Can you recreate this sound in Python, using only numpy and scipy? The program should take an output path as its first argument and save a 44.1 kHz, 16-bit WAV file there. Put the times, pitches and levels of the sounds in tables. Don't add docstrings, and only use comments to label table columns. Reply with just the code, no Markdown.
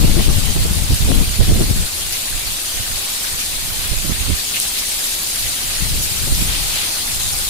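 import sys
import numpy as np
from scipy import signal
from scipy.fft import rfft, irfft, next_fast_len
from scipy.io import wavfile
from scipy.ndimage import uniform_filter1d, map_coordinates

SR = 44100
rng = np.random.default_rng(int(sys.argv[2]) if len(sys.argv) > 2 else 0)


def to_wav(sig):
    pcm = np.clip(np.atleast_2d(sig), -1, 1) * 32767
    pcm = np.round(pcm).astype(np.int16)
    wavfile.write(sys.argv[1], SR, pcm.T)


N = 330309
TOP_HZ = 15600
LEFT, RIGHT = -1, 1
# f/Hz, level/dB
SPLASH_SPECTRUM = [(600, -19), (2000, 2), (3800, 10), (5500, 15), (9500, 8), (12500, 15), (15500, -1)]


def downpour():
    # t/s, relative level on leaves/dB, relative level on the ground/dB
    strength = [(0, -26.5, -28), (1.3, -28, -28), (2.9, -28, -27.5), (4.3, -27, -27.5), (4.7, -28.5, -25),
                (5.8, -27, -26), (7.49, -28, -25)]
    # f/Hz, level/dB
    leaf_spectrum = [(300, -22), (600, -11), (800, -10.5), (1200, -9.5), (1800, -6.5), (2600, -3),
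                     (3400, -2), (4200, -2.5), (4800, -3), (5500, -10), (8000, -6), (15000, -15)]
    spray_spectrum = [(1500, -22.5), (4000, -4.5), (5700, -6), (7000, -4.5), (8000, -5), (9000, -2.5),
                      (10500, -3.5), (12500, -7.5), (15500, -12.5)]
    roar_spectrum = [(20, 16.5), (60, 11.5), (150, 4), (330, 3.5), (450, -0.5), (720, -1), (1100, -11),
                     (2500, -33)]
    leaves_db, spray_db = curves(strength)
    leaf_drops = impacts(count=7000, pitch_hz=2975, cycles=5.8, spread_db=1.5)
    leaves = coloured(shower(leaf_drops, share=0.22, patchy_db=2.8), leaf_spectrum)
    ground_drops = impacts(count=11000, pitch_hz=8400, cycles=2.7, spread_db=2)
    spray = coloured(shower(ground_drops, share=0.08, patchy_db=2.6), spray_spectrum)
    leaves *= amp(leaves_db + 2 + 0.57 * wobble(30))
    spray *= amp(spray_db + 4 + 0.5 * wobble(55))
    close_drops = impacts(count=300, pitch_hz=5230, cycles=3, spread_db=3)
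    ticks = amp(spray_db - 14) * coloured(close_drops, spray_spectrum)
    roar = coloured(rng.standard_normal(N) + 0.12 * rng.standard_normal((2, N)), roar_spectrum)
    return leaves + spray + ticks + amp(-37 + leaves_db - leaves_db.mean()) * roar


def buffet(side, flutter_db):
    # t/s, level/dB, side
    hard_eddies = [(0.047, -10, -1), (.092, -15, -1), (0.171, -10, -1), (0.202, -11.5, -1),
                   (0.279, -22, -1), (.57, -17, 1), (0.662, -18.5, -1), (.765, -21, -1), (.912, -19, 1),
                   (1.07, -21, -1), (1.09, -18, 1), (1.112, -10, -1), (1.415, -12.5, 1), (1.485, -20, -1),
                   (1.52, -15, -1), (1.556, -15, 1), (1.585, -19, -1), (1.614, -11, -1), (1.64, -22, 1),
                   (1.705, -22, -1), (3.93, -23, 1), (4.055, -20.5, 1), (4.105, -18, 1), (4.303, -17, 1),
                   (5.946, -24.5, 1), (6.28, -22.5, -1), (6.43, -23, 1)]
    # f/Hz, level/dB
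    rumble_spectrum = [(8, -10.5), (22, 6), (45, -1), (90, -6.5), (140, -13.5), (250, -29.5), (500, -85),
                       (1500, -91)]
    flutter_spectrum = [(30, -6.5), (90, -9.5), (150, -2.5), (250, -10), (450, -20), (800, -29.5),
                        (1500, -33.5), (4000, -56)]
    slap_spectrum = [(40, -13), (100, 6.5), (200, 3), (350, -3), (550, -10.5), (900, -21), (1500, -40),
                     (4000, -47)]
    wind_db = gusts(side)
    churn = wobble(32)
    rumble = unit(steady_noise(rumble_spectrum) * amp(2.3 * churn)) * amp(wind_db + 6)
    flutter = unit(steady_noise(flutter_spectrum) * amp(2.5 * churn + 1.2 * wobble(90)))
    flutter *= amp(1.33 * wind_db + flutter_db)
    slap_gain = sum(swell(s, db, half_s=0.016) for s, db, port in hard_eddies if port == side)
    slaps = slap_gain * steady_noise(slap_spectrum)
    return rumble + flutter + slaps + thumps(side) + pops(side)


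def gusts(side):
    # t/s, left level/dB, right level/dB, half duration/s
    blows = [(0.04, -16, -20.5, 0.28), (0.31, -16.5, -24, 0.15), (0.495, -16, -41, 0.037),
             (0.605, -26, -17, 0.057), (0.713, -21.5, -26.5, 0.18), (0.922, -24, -20, 0.045),
             (1.045, -33, -15, 0.049), (1.153, -16.5, -23, 0.12), (1.307, -33, -24.5, 0.12),
             (1.404, -24, -12, 0.03), (1.546, -18, -19, 0.12), (1.732, -22, -24.5, 0.12),
             (2.036, -34.5, -35, 0.11), (2.353, -42, -27.5, 0.051), (2.503, -48, -31.5, 0.065),
             (2.793, -38, -25, 0.033), (2.925, -49, -30.5, 0.064), (3.35, -48, -33.5, 0.046),
             (3.697, -53, -30.5, 0.2), (3.934, -46, -25.5, 0.11), (4.107, -38, -23.5, 0.079),
             (4.213, -35, -20.5, 0.023), (4.298, -42, -22, 0.056), (5.462, -44, -29.5, 0.059),
             (5.708, -42, -34, 0.086), (5.83, -23, -39, 0.053), (5.956, -25.5, -21.5, 0.066),
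             (6.095, -29, -45.5, 0.069), (6.365, -26, -27, 0.21), (6.54, -29.5, -32, 0.26),
             (7.298, -34, -32.5, 0.25)]
    breeze_db, skirt = -50.5, 0.97
    t = clock()[::100]
    power = amp(breeze_db) ** 2
    for s, left_db, right_db, half_s in blows:
        bell = np.exp(-np.abs((t - s) / half_s) ** (2 / skirt))
        power = power + (amp(left_db if side == LEFT else right_db) * bell) ** 2
    return np.interp(clock(), t, 10 * np.log10(power))


def thumps(side):
    # t/s, level/dB, half duration/s, side
    eddies = [(.043, 1, 0.0042, 1), (0.608, 0, 0.0054, 1), (0.712, 5.5, 0.0026, -1),
              (0.767, -2, 0.0023, -1), (0.937, 3.5, 0.0026, 1), (1.009, 1.5, 0.0025, 1),
              (1.401, 1, 0.0021, 1), (1.423, -3, 0.0057, 1), (1.535, 0, 0.0028, 1), (1.712, 6, 0.0017, -1),
              (3.92, -0.5, 0.0052, 1), (3.975, -6.5, 0.0066, 1), (4.122, -3, 0.0018, 1),
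              (4.296, -3, 0.0026, 1), (4.32, 0, 0.0034, 1), (5.824, -4.5, 0.0017, -1),
              (6.323, -0.5, 0.0058, 1), (6.424, -1.5, 0.0026, 1)]
    rebound = 3
    push = lambda u: (1 + u ** 2) ** -1.5
    out = np.zeros(N)
    for s, db, half_s, port in eddies:
        if port == side:
            u = (clock() - s) / half_s
            out += amp(db) * (push(u) - push(u / rebound) / rebound)
    return out


def pops(side):
    # t/s, level/dB, side
    steps = [(.208, -10, -1), (.564, -13, 1), (1.118, -5, -1), (1.41, -15, 1), (1.611, -10, -1),
             (4.112, -17, 1), (4.306, -16, 1)]
    settle_s = 0.0009
    out = np.zeros(N)
    for s, db, port in steps:
        if port == side:
            u = (clock() - s) / settle_s
            out += amp(db) * np.tanh(10 * u) * np.exp(-np.abs(u))
    return out


def rasps():
    # t/s, level/dB
    bursts = [(.197, -18.5), (1.114, -25), (1.612, -34)]
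    # f/Hz, level/dB
    spectrum = [(300, -14), (800, -1), (1300, -16), (2200, -1), (5000, -17)]
    gain = sum(swell(s, db, half_s=0.0081) for s, db in bursts)
    return gain * coloured(rng.standard_normal(N), spectrum)


def runoff():
    # t/s, level/dB
    gushes = [(.941, -23), (2.122, -21.5), (3.095, -25), (3.222, -23), (3.39, -21), (4.37, -29),
              (4.605, -24), (4.93, -24), (5.036, -21), (5.385, -21), (6.016, -19), (6.343, -22),
              (6.41, -22), (7.283, -39)]
    attack_s, decay_s = 0.004, 0.056
    age = np.arange(SR // 4) / SR
    burst = (1 - np.exp(-age / attack_s)) * np.exp(-age / decay_s)
    power = np.zeros(N + SR)
    for s, db in gushes:
        power[int(s * SR):][:len(age)] += (amp(db) * burst) ** 2
    drops = impacts(count=11000, pitch_hz=8100, cycles=2.6, spread_db=1.5)
    return np.sqrt(power[:N]) * coloured(shower(drops, share=0.25, patchy_db=-4.5), SPLASH_SPECTRUM)


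def near_drops():
    # t/s, level/dB, ring f/Hz
    hits = [(.9432, -17, 9700), (2.125, -15, 10700), (4.5595, -14, 11700), (4.6006, -7.5, 9400),
            (5.0408, -14.5, 4000), (5.2453, -17, 7400), (5.3589, -12.5, 10100), (6.3493, -16, 5250),
            (7.1176, -16.5, 9650), (7.2333, -15.5, 7150), (7.2886, -13, 10800), (7.388, -13.5, 9650)]
    left_bias_db = 3
    crack = 0.7 * coloured(rng.standard_normal((2, N)), SPLASH_SPECTRUM)
    ticks = 0
    for s, db, hz in hits:
        ring = np.sin(2 * np.pi * hz * clock())
        ticks = ticks + strike(s, db, decay_s=0.00045) * (ring + crack)
    return ticks * amp(left_bias_db * np.array([[0.5], [-0.5]]))


def roof_sheets():
    # t/s, level/dB, half duration/s
    sheets = [(0.228, -26, 0.025), (1.44, -29, 0.03), (2.158, -27, 0.027), (3.85, -34, 0.087),
              (4.778, -25.5, 0.031), (5.746, -34, 0.25), (6.542, -23.5, 0.076), (6.785, -23, 0.11)]
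    # f/Hz, level/dB
    spectrum = [(250, -18), (700, -16), (1400, -18.5), (2100, -8), (2900, -4.5), (4200, -3), (6000, -16),
                (12000, -28)]
    drops = impacts(count=7000, pitch_hz=3000, cycles=3.7, spread_db=2)
    rattle = shower(drops, share=0.21, patchy_db=-1)
    return sum(swell(*sheet) for sheet in sheets) * coloured(rattle, spectrum)


def drips():
    # t/s, level/dB, centre f/Hz, decay/s
    splats = [(3.239, -28, 1600, 0.0052), (3.837, -31, 1700, 0.0043), (4.516, -35, 1700, 0.004),
              (4.536, -22, 2950, 0.0096), (4.558, -22, 2750, 0.0094)]
    width = 0.53
    out = 0
    for s, db, centre_hz, decay_s in splats:
        band = lambda hz: 1 / (1 + (np.log((hz + 1) / centre_hz) / (width / 2)) ** 2)
        splat = unit(filtered(rng.standard_normal((2, N)), band))
        out = out + strike(s, db, decay_s) * splat
    return out


def tiles():
    # t/s, level/dB, half duration/s
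    waves = [(.7, -43, .7), (3.15, -45.5, 0.29), (6.754, -39, 0.41), (7.35, -41, 0.37)]
    # f/Hz, level/dB
    spectrum = [(200, -8.5), (600, -11), (720, 0.5), (820, 3.5), (950, 0), (1150, 1), (1500, 0),
                (3000, -32)]
    floor_db = -45.5
    drops = impacts(count=4000, pitch_hz=1100, cycles=0.64, spread_db=2.5)
    patter = shower(drops, share=0.2, patchy_db=2)
    power = amp(floor_db) ** 2 + sum(swell(*wave) ** 2 for wave in waves)
    return np.sqrt(power) * coloured(patter, spectrum)


def impacts(count, pitch_hz, cycles, spread_db):
    t = np.arange(64) / SR
    hz = np.clip(pitch_hz * np.exp(0.5 * rng.standard_normal((count, 1))), 600, TOP_HZ)
    size = amp(spread_db * np.minimum(rng.exponential(size=(count, 1)), 3.5))
    rings = size * np.sqrt(hz) * np.sin(2 * np.pi * hz * t) * np.exp(-t * hz / cycles)
    at_left = rng.integers(0, N, (count, 1)) + np.arange(len(t))
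    at_right = at_left + rng.integers(-19, 20, (count, 1))
    pair = np.array([np.bincount((at % N).ravel(), rings.ravel(), N) for at in (at_left, at_right)])
    power = np.mean(np.abs(rfft(rings)) ** 2, axis=0)
    bins_hz = np.fft.rfftfreq(len(t), 1 / SR)
    return unit(filtered(pair, lambda f: np.interp(f, bins_hz, power) ** -0.5))


def shower(drops, share, patchy_db):
    return np.sqrt(share) * drops + np.sqrt(1 - share) * wash(patchy_db)


def wash(patchy_db):
    spectra = signal.stft(rng.standard_normal((2, N)), nperseg=512)[2]
    patches = uniform_filter1d(rng.standard_normal(spectra.shape[1:]), size=5, axis=0)
    patches = unit(uniform_filter1d(patches, size=5, axis=1))
    return unit(signal.istft(spectra * amp(patchy_db * patches), nperseg=512)[1][:, :N])


def steady_noise(spectrum):
    noise = coloured(rng.standard_normal(N), spectrum)
    return noise / np.sqrt(np.abs(uniform_filter1d(noise ** 2, size=1800)) + 1e-9)


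def swell(s, db, half_s):
    gain = np.zeros(N)
    near = np.arange(max(int((s - 4 * half_s) * SR), 0), min(int((s + 4 * half_s) * SR), N))
    gain[near] = amp(db) * np.exp(-((near / SR - s) / half_s) ** 2)
    return gain


def strike(s, db, decay_s):
    u = np.clip((clock() - s) / decay_s, 0, 50)
    return amp(db) * u * np.exp(1 - u)


def wobble(rate):
    knots = rng.standard_normal(4096)
    coarse_s = np.arange(0, N / SR, 0.002)
    return np.interp(clock(), coarse_s, map_coordinates(knots, [coarse_s * rate], mode="wrap"))


def coloured(x, spectrum):
    return unit(filtered(x, lambda hz: amp(along(spectrum, hz))))


def filtered(x, response):
    size = next_fast_len(N + SR // 2)
    return irfft(rfft(x, size) * response(np.fft.rfftfreq(size, 1 / SR)), size)[..., :N]


def along(points, hz):
    f, db = np.transpose(points)
    return np.interp(np.log(hz + 1), np.log(f + 1), db)


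def curves(rows):
    s, *columns = np.transpose(rows)
    return [np.interp(clock(), s, column) for column in columns]


def clock():
    return np.arange(N) / SR


def amp(db):
    return 10 ** (np.asarray(db) / 20)


def unit(x):
    return x / np.sqrt(np.mean(x ** 2) + 1e-20)


def scene():
    # f/Hz, left minus right level/dB
    balance = [(700, -0.5), (2000, 0), (3000, 1), (4200, 3.5), (6000, 1), (10000, 1.5), (15000, 1)]
    rain = downpour() + runoff() + roof_sheets() + drips() + tiles()
    rain = filtered(rain, lambda hz: amp(np.outer([0.5, -0.5], along(balance, hz))))
    left_wind = buffet(LEFT, flutter_db=4.5) + rasps()
    right_wind = buffet(RIGHT, flutter_db=-1.5)
    return rain + near_drops() + np.array([left_wind, right_wind])


def record(dry):
    limited = dry / (1 + np.abs(dry) ** 6) ** (1 / 6)
    return filtered(limited, lambda hz: hz < TOP_HZ)


dry = scene()
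out = record(dry)
to_wav(out)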